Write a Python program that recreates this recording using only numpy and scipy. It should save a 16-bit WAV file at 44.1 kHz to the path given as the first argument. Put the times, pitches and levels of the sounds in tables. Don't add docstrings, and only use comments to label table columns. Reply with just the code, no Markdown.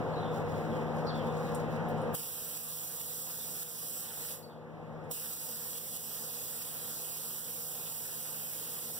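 import sys
import numpy as np
from scipy import signal
from scipy.fft import rfft, irfft, next_fast_len
from scipy.io import wavfile
from scipy.ndimage import uniform_filter1d

SR = 44100
rng = np.random.default_rng(int(sys.argv[2]) if len(sys.argv) > 2 else 0)


def unload_wav(signal):
    wavfile.write(
        sys.argv[1],
        SR,
        np.round(np.clip(np.atleast_2d(signal).T, -1, 1) * 32767).astype(np.int16),
    )


N = 396459
LONG = next_fast_len(N + 4096)
BINS_HZ = np.fft.rfftfreq(LONG, 1 / SR)


def gain_of(db):
    return 10 ** (np.asarray(db) / 20)


def evened(x):
    return x / np.sqrt(np.mean(x ** 2) + 1e-20)


def add(mix, s, sound):
    part = mix[..., round(s * SR):][..., :sound.shape[-1]]
    part += sound[..., :part.shape[-1]]


def resonate(x, hz, width):
    turn = np.exp(2j * np.pi * np.cumsum(hz * np.ones(x.shape[-1])) / SR)
    r = np.exp(-np.pi * abs(width) / SR)
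    smooth = signal.lfilter([(1 - r) ** 2], [1, -2 * r, r * r], x / turn)
    return 2 * (turn * smooth).real


def noise(spectrum, patchy_db, flicker_db, size=N):
    frames = size // 128 + 5
    a, b, c, d, patches = rng.standard_normal((frames, 257, 5)).T
    patches = uniform_filter1d(patches, size=6, axis=0)
    patches = evened(uniform_filter1d(patches, size=24, axis=1))
    flicker = evened(uniform_filter1d(rng.standard_normal(frames), size=3))
    z = np.array([a + 1j * b, c + 1j * d]) * gain_of(patchy_db * patches + flicker_db * flicker)
    x = signal.istft(z, nperseg=512, noverlap=384)[1][:, :N]
    f, db = np.transpose(spectrum)
    colour = gain_of(np.interp(np.log(BINS_HZ + 1), np.log(f), db))
    return evened(irfft(rfft(x, LONG) * colour, LONG)[:, :size])


def yard(x):
    t = np.arange(SR // 2) / SR
    taps = rng.standard_normal((2, len(t))) * np.minimum(t / 0.0042, 1)
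    dull = signal.lfilter([.25], [1, -.75], taps)
    bright = taps - dull
    echo = bright * gain_of(-33 - 60 * t / .07)
    echo += dull * gain_of(-31.0 - 60 * t / 0.42)
    echo[:, 0] = 1
    return signal.oaconvolve(x, echo / np.linalg.norm(echo[0]), axes=1)[:, :N]


# f/Hz, relative level per Hz/dB
RUMBLE_COLOUR = [(25, -32), (42, -25), (65, -22), (100, -11.5), (140, -13), (195, -25), (280, -7.5),
                 (355, -13), (430, -7), (550, -8.5), (650, -8), (835, -8), (950, -11.5), (1300, -15.5),
                 (2000, -23), (3000, -31), (5000, -40.5), (9000, -48.5), (16000, -48.5)]
RUMBLE_DB = -39
# f/Hz, width/Hz, level/dB
HOUSING_PEAKS = [(92, 14, -60), (172, 20, -49.5), (228, 13, -45.5), (322, 16, -55.5), (378.5, 10, -58),
                 (445, 20, -56), (481.5, 14, -44), (518, 15, -46.5), (584, 14, -53), (775, 20, -57),
                 (893.5, 24, -52.5), (1047, 24, -58), (1217, 45, -60)]
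MOTOR_HZ = 52.0
SHAFT_ORDERS_DB = [-61, -51.5, -38]
# f/Hz, level/dB, share at far port, share at near port
WINDING_HUMS = [(120.1, -52, 1, -.2), (720.3, -50, 0, 1)]


def machine():
    out = gain_of(RUMBLE_DB) * noise(RUMBLE_COLOUR, patchy_db=1.0, flicker_db=0.1)
    peaks = 0
    for hz, width, db in HOUSING_PEAKS:
        scale = gain_of(db) * np.sqrt(2 * SR / (np.pi * width))
        peaks = peaks + scale / (1 + (2 * (BINS_HZ - hz) / width) ** 2)
    shaking = rng.standard_normal((2, LONG))
    out += irfft(rfft(shaking) * peaks, LONG)[:, :N]
    calm = np.exp(-np.pi * 6 / SR)
    waver = evened(signal.lfilter([1], [1, -2 * calm, calm ** 2], rng.standard_normal((3, N))))
    turns = np.cumsum(MOTOR_HZ * (1 + 0.0015 * waver[0])) / SR
    for k, db in enumerate(SHAFT_ORDERS_DB):
        order = gain_of(db + 1.0 * waver[k]) * np.sin(2 * np.pi * ((k + 1) * turns + rng.random()))
        out += [[1], [-.2]] * order
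    for hz, db, far, near in WINDING_HUMS:
        hum = np.sin(2 * np.pi * (hz * np.arange(N) / SR + rng.random()))
        out += gain_of(db) * hum * [[far], [near]]
    return out


BLUR_HZ, CLEAR = 340, .62


def note(length, first_hz, last_hz, db):
    t = np.arange(0, .3, 1 / SR)
    hz = np.interp(t, [0, length], [first_hz, last_hz])
    blur = evened(resonate(rng.standard_normal((2, len(t))), hz, BLUR_HZ))
    whistle = np.sqrt(2) * np.sin(2 * np.pi * (np.cumsum(hz) / SR + rng.random((2, 1))))
    after = np.maximum(t - length, 0)
    direct = (CLEAR * whistle + (1 - CLEAR) * blur) * gain_of(-60 * after / 0.037)
    echo = 0.33 * blur * gain_of(-60 * after / 0.45)
    onset = np.minimum(t / 0.001, 1)
    return gain_of(db) * onset * (direct + echo) * [[.5], [1]]


# start t/s, length/s, first f/Hz, last f/Hz, nominal level at near port/dB
BIRD_NOTES = [(.13, .03, 4350, 4150, -60), (.158, .045, 3880, 3850, -54), (.175, .025, 4150, 4100, -58),
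              (.205, .035, 3950, 3950, -60), (.2, .03, 3500, 3000, -59), (.222, .025, 3550, 3550, -56),
              (.25, .035, 3550, 3500, -57), (.252, .012, 3250, 3250, -57), (.295, .025, 3600, 3550, -58),
              (.71, .04, 3350, 3250, -56), (.75, .03, 3300, 3000, -59), (1.066, .028, 4330, 4290, -45.5),
              (1.05, .03, 5450, 5700, -60), (1.066, .033, 4900, 4800, -49.5),
              (1.082, .022, 4620, 4500, -47), (1.108, .014, 4350, 4150, -53), (1.09, .03, 3900, 3100, -53),
              (1.125, .02, 3200, 3500, -57), (1.143, .022, 3650, 3400, -51), (1.18, .035, 3550, 3000, -54),
              (1.232, .025, 3000, 3400, -58), (1.27, .05, 3550, 3500, -59), (1.455, .035, 3800, 3750, -58),
              (4.424, .033, 4520, 4480, -39.5), (4.49, .02, 3600, 3800, -56), (4.51, .03, 3600, 3250, -49)]


def bird():
    out = np.zeros((2, N))
    for start, *shape in BIRD_NOTES:
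        add(out, start, note(*shape))
    return out


# start t/s, length/s, peak level before the grit/dB
RUSTLE_MOVES = [(0.306, 0.13, -56.5), (0.433, 0.29, -59), (0.673, 0.2, -61.5), (.92, 0.12, -60.5),
                (1.028, 0.073, -63), (1.13, 0.084, -58), (1.2, 0.11, -59), (1.25, 0.44, -56),
                (1.68, 0.11, -59), (1.875, 0.047, -60), (1.948, 0.11, -64)]
CRACKLES_PER_S, CRACKLE_DB = 480, -10
# t/s, snap level/dB, ring starting level/dB, f/Hz, width/Hz
FITTING_TICKS = [(0.4994, -62, -68, 5500, 3000), (0.6458, -64, -70, 5450, 3000),
                 (0.9794, -60, -62, 5240, 3000), (1.005, -62, -70, 5340, 3000),
                 (1.1332, -62, -70, 5600, 3000), (1.1634, -58, -70, 5300, 3000),
                 (1.3384, -58, -62, 5540, 3000), (1.3747, -53, -62, 7700, 4000),
                 (1.3806, -51, -66, 6500, 5000), (1.5318, -50, -71, 9000, 5000),
                 (1.5473, -42, -60, 8500, 5000), (1.548, -31, -54, 8800, 9000),
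                 (1.548, -42, -66, 14000, 4000), (1.5505, -45, -70, 9500, 4000),
                 (1.5526, -42, -60, 9500, 4000), (1.5533, -34, -52, 9200, 5500),
                 (1.5562, -43, -60, 8500, 3000), (1.7097, -52, -66, 13000, 5000),
                 (1.8866, -48, -56, 14500, 2500), (1.889, -58, -63, 9700, 1200),
                 (1.9766, -59, -65, 8000, 5000), (2.014, -57, -58, 9660, 2000),
                 (5.04, -58, -62, 9000, 4000)]


def painter():
    moves = np.zeros(N)
    for s, length, db in RUSTLE_MOVES:
        add(moves, s, gain_of(db) * np.sin(np.pi * np.arange(0, 1, 1 / (length * SR))))
    strengths = gain_of(4.6 * np.minimum(rng.exponential(1, N), 4))
    crackles = (rng.random(N) < CRACKLES_PER_S / SR) * strengths
    fade = np.exp(-np.arange(200) / (0.0008 * SR))
    grit = 1 + gain_of(CRACKLE_DB) * evened(signal.oaconvolve(crackles, fade)[:N])
    cloth_colour = [(1500, -47), (4000, 7.5), (7000, 1.5), (10000, 0.5), (12500, -3), (16000, 5)]
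    cloth = noise(cloth_colour, patchy_db=1.0, flicker_db=1.5, size=N // 4)
    out = np.zeros((2, N))
    add(out, 0, (moves * grit)[:N // 4] * cloth)
    t = np.arange(3000) / SR
    for s, snap_db, ring_db, hz, width in FITTING_TICKS:
        u = t * width / 1.2
        snap = np.sin(2 * np.pi * hz * t) * gain_of(snap_db) * u * np.exp(1 - u) * [[1], [1]]
        ring = evened(resonate(rng.standard_normal((2, len(t))), hz, width))
        add(out, s, snap + ring * gain_of(ring_db - 60 * t / 0.16))
    return out


# start t/s, opening time/s, release t/s, level before drift/dB
TRIGGER_PULLS = [(2.141, .008, 4.325, -19), (5.108, .005, 9.2, -19)]
LEAK_S, LEAK_DB = 0.016, -20
BLEED_DB_PER_S = 220
SPRAY_DRIFT = [(2.145, -3.5, -15), (2.175, -0.5, -19), (2.6, 1.5, -20), (3.6, 0.5, -20), (4.0, 3, -22),
               (4.12, -2.5, -15), (4.32, 2, -19.5), (5.1, 1.5, -19), (6.0, 1.5, -20.5), (6.6, 1.5, -19),
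               (6.8, -1.5, -16), (7.0, 2, -19.5), (7.5, 1, -19.5), (8.99, 1, -19)]
# end t/s, length/s, rise of level/dB
FLOW_SPITS = [(2.577, 0.023, 5), (3.017, .02, 2), (3.634, 0.078, 6), (4.038, .08, 1), (5.341, 0.034, 3.5),
              (5.785, 0.027, 5), (5.974, 0.044, 5), (6.627, 0.035, 2), (7.396, 0.043, 3), (8.065, .03, 1),
              (8.745, 0.027, 1)]
# f/Hz, relative level per Hz/dB
JET_COLOUR = [(200, -65), (700, -11), (1500, -56), (3000, -13.5), (5000, -3.5), (7000, -3), (7700, 0.5),
              (8120, 2.5), (8500, 3.5), (10000, 2.5), (11000, 4), (12500, 3.5), (13200, 7.5), (13700, 1),
              (14500, 10), (15000, 8), (15700, 4.5)]
# t/s, change of level/dB
TOP_LIFT = [(2.2, 0), (3.2, 0), (4.3, -1.6), (5.2, 0.2), (5.7, -0.5), (6.1, -1.3), (6.5, -0.5),
            (6.78, -0.7), (7.0, -1.5), (7.4, 0.5), (7.9, 0.5), (8.4, -0.5), (8.99, 0)]
TOP_HZ = 11000


def gun():
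    t = np.arange(N) / SR
    s, jet_db, roar_db = np.transpose(SPRAY_DRIFT)
    flow = np.zeros(N)
    for start, opening, release, db in TRIGGER_PULLS:
        valve_s = [start - LEAK_S, start, start + opening]
        valve_db = np.interp(t, valve_s, [2 * LEAK_DB, LEAK_DB, 0], left=-200)
        flow += gain_of(db + valve_db - BLEED_DB_PER_S * np.maximum(t - release, 0))
    level_db = np.interp(t, s, jet_db)
    for end, length, rise_db in FLOW_SPITS:
        add(level_db, end - length, rise_db * np.arange(0, 1, 1 / (length * SR)) ** 2)
    panel = noise([(300, -21), (1300, 10.5), (3500, 12.0), (7000, -8)], patchy_db=2.5, flicker_db=2.0)
    jet = noise(JET_COLOUR, patchy_db=1.18, flicker_db=0.27)
    top = signal.sosfilt(signal.butter(1, TOP_HZ, "high", fs=SR, output="sos"), jet)
    lift = gain_of(np.interp(t, *np.transpose(TOP_LIFT)))
    jet = jet + (lift - 1) * top
    roar = gain_of(np.interp(t, s, roar_db)) * panel
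    return flow * gain_of(level_db) * (jet + roar)


def scene():
    return yard(gun() + bird()) + machine() + painter()


# f/Hz, weight of the far port, cross-feed 0-1, extra lag of left/rad,
# left against right level/dB
PORT_PAIR = [(60, 1, .25, 1.8, 4), (130, .8, .55, 2.1, 4), (220, .5, .75, 1.9, 2), (400, .35, .9, 1.5, 1.5),
             (700, .3, .95, .8, .5), (1100, .5, .97, 0.01, .5), (2000, .85, 1, 0, 0), (6900, .75, 1, 0, 0),
             (8500, .5, .7, -.6, -3), (10000, .55, .65, -.4, -2.5), (11000, .55, .6, -.3, -5.5),
             (15000, .65, .5, -.5, -4.7)]
FEED_S = 20 / SR
EDGE_HZ = 15760


def record(dry):
    treble = signal.sosfilt(signal.butter(2, 4000, "high", fs=SR, output="sos"), dry)
    power = uniform_filter1d((treble ** 2).mean(0), size=300)
    power_db = 10 * np.log10(abs(power) + 1e-12)
    fall = np.arange(N) / (1.15 * SR)
    log_over = np.log(np.maximum(power_db + 41.0, 1e-6))
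    over_db = np.exp(np.maximum.accumulate(log_over + fall) - fall)
    lag = np.exp(-1 / (0.0069 * SR))
    cut_db = 0.78 * signal.lfilter([1 - lag], [1, -lag], over_db)
    ducked = dry / gain_of(cut_db)
    f, *columns = np.transpose(PORT_PAIR)
    weight, feed, twist, left_db = (np.interp(np.log(BINS_HZ + 1), np.log(f), c) for c in columns)
    far, near = rfft(ducked, LONG)
    late = np.clip(feed, 0, 1) * np.exp(-2j * np.pi * BINS_HZ * FEED_S)
    left = weight * far - late * near
    right = near - late * weight * far
    left *= gain_of(left_db) * np.exp(-1j * twist) / np.hypot(weight, abs(late))
    right /= np.hypot(1, weight * abs(late))
    wide = irfft(np.array([left, right]), LONG)[:, :N]
    wide = wide + gain_of(-88.0) * rng.standard_normal((2, N))
    band = signal.firwin(2047, EDGE_HZ, window=("kaiser", 9), fs=SR)
    return signal.oaconvolve(wide, band[None], "same")


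dry = scene()
out = record(dry)
unload_wav(out)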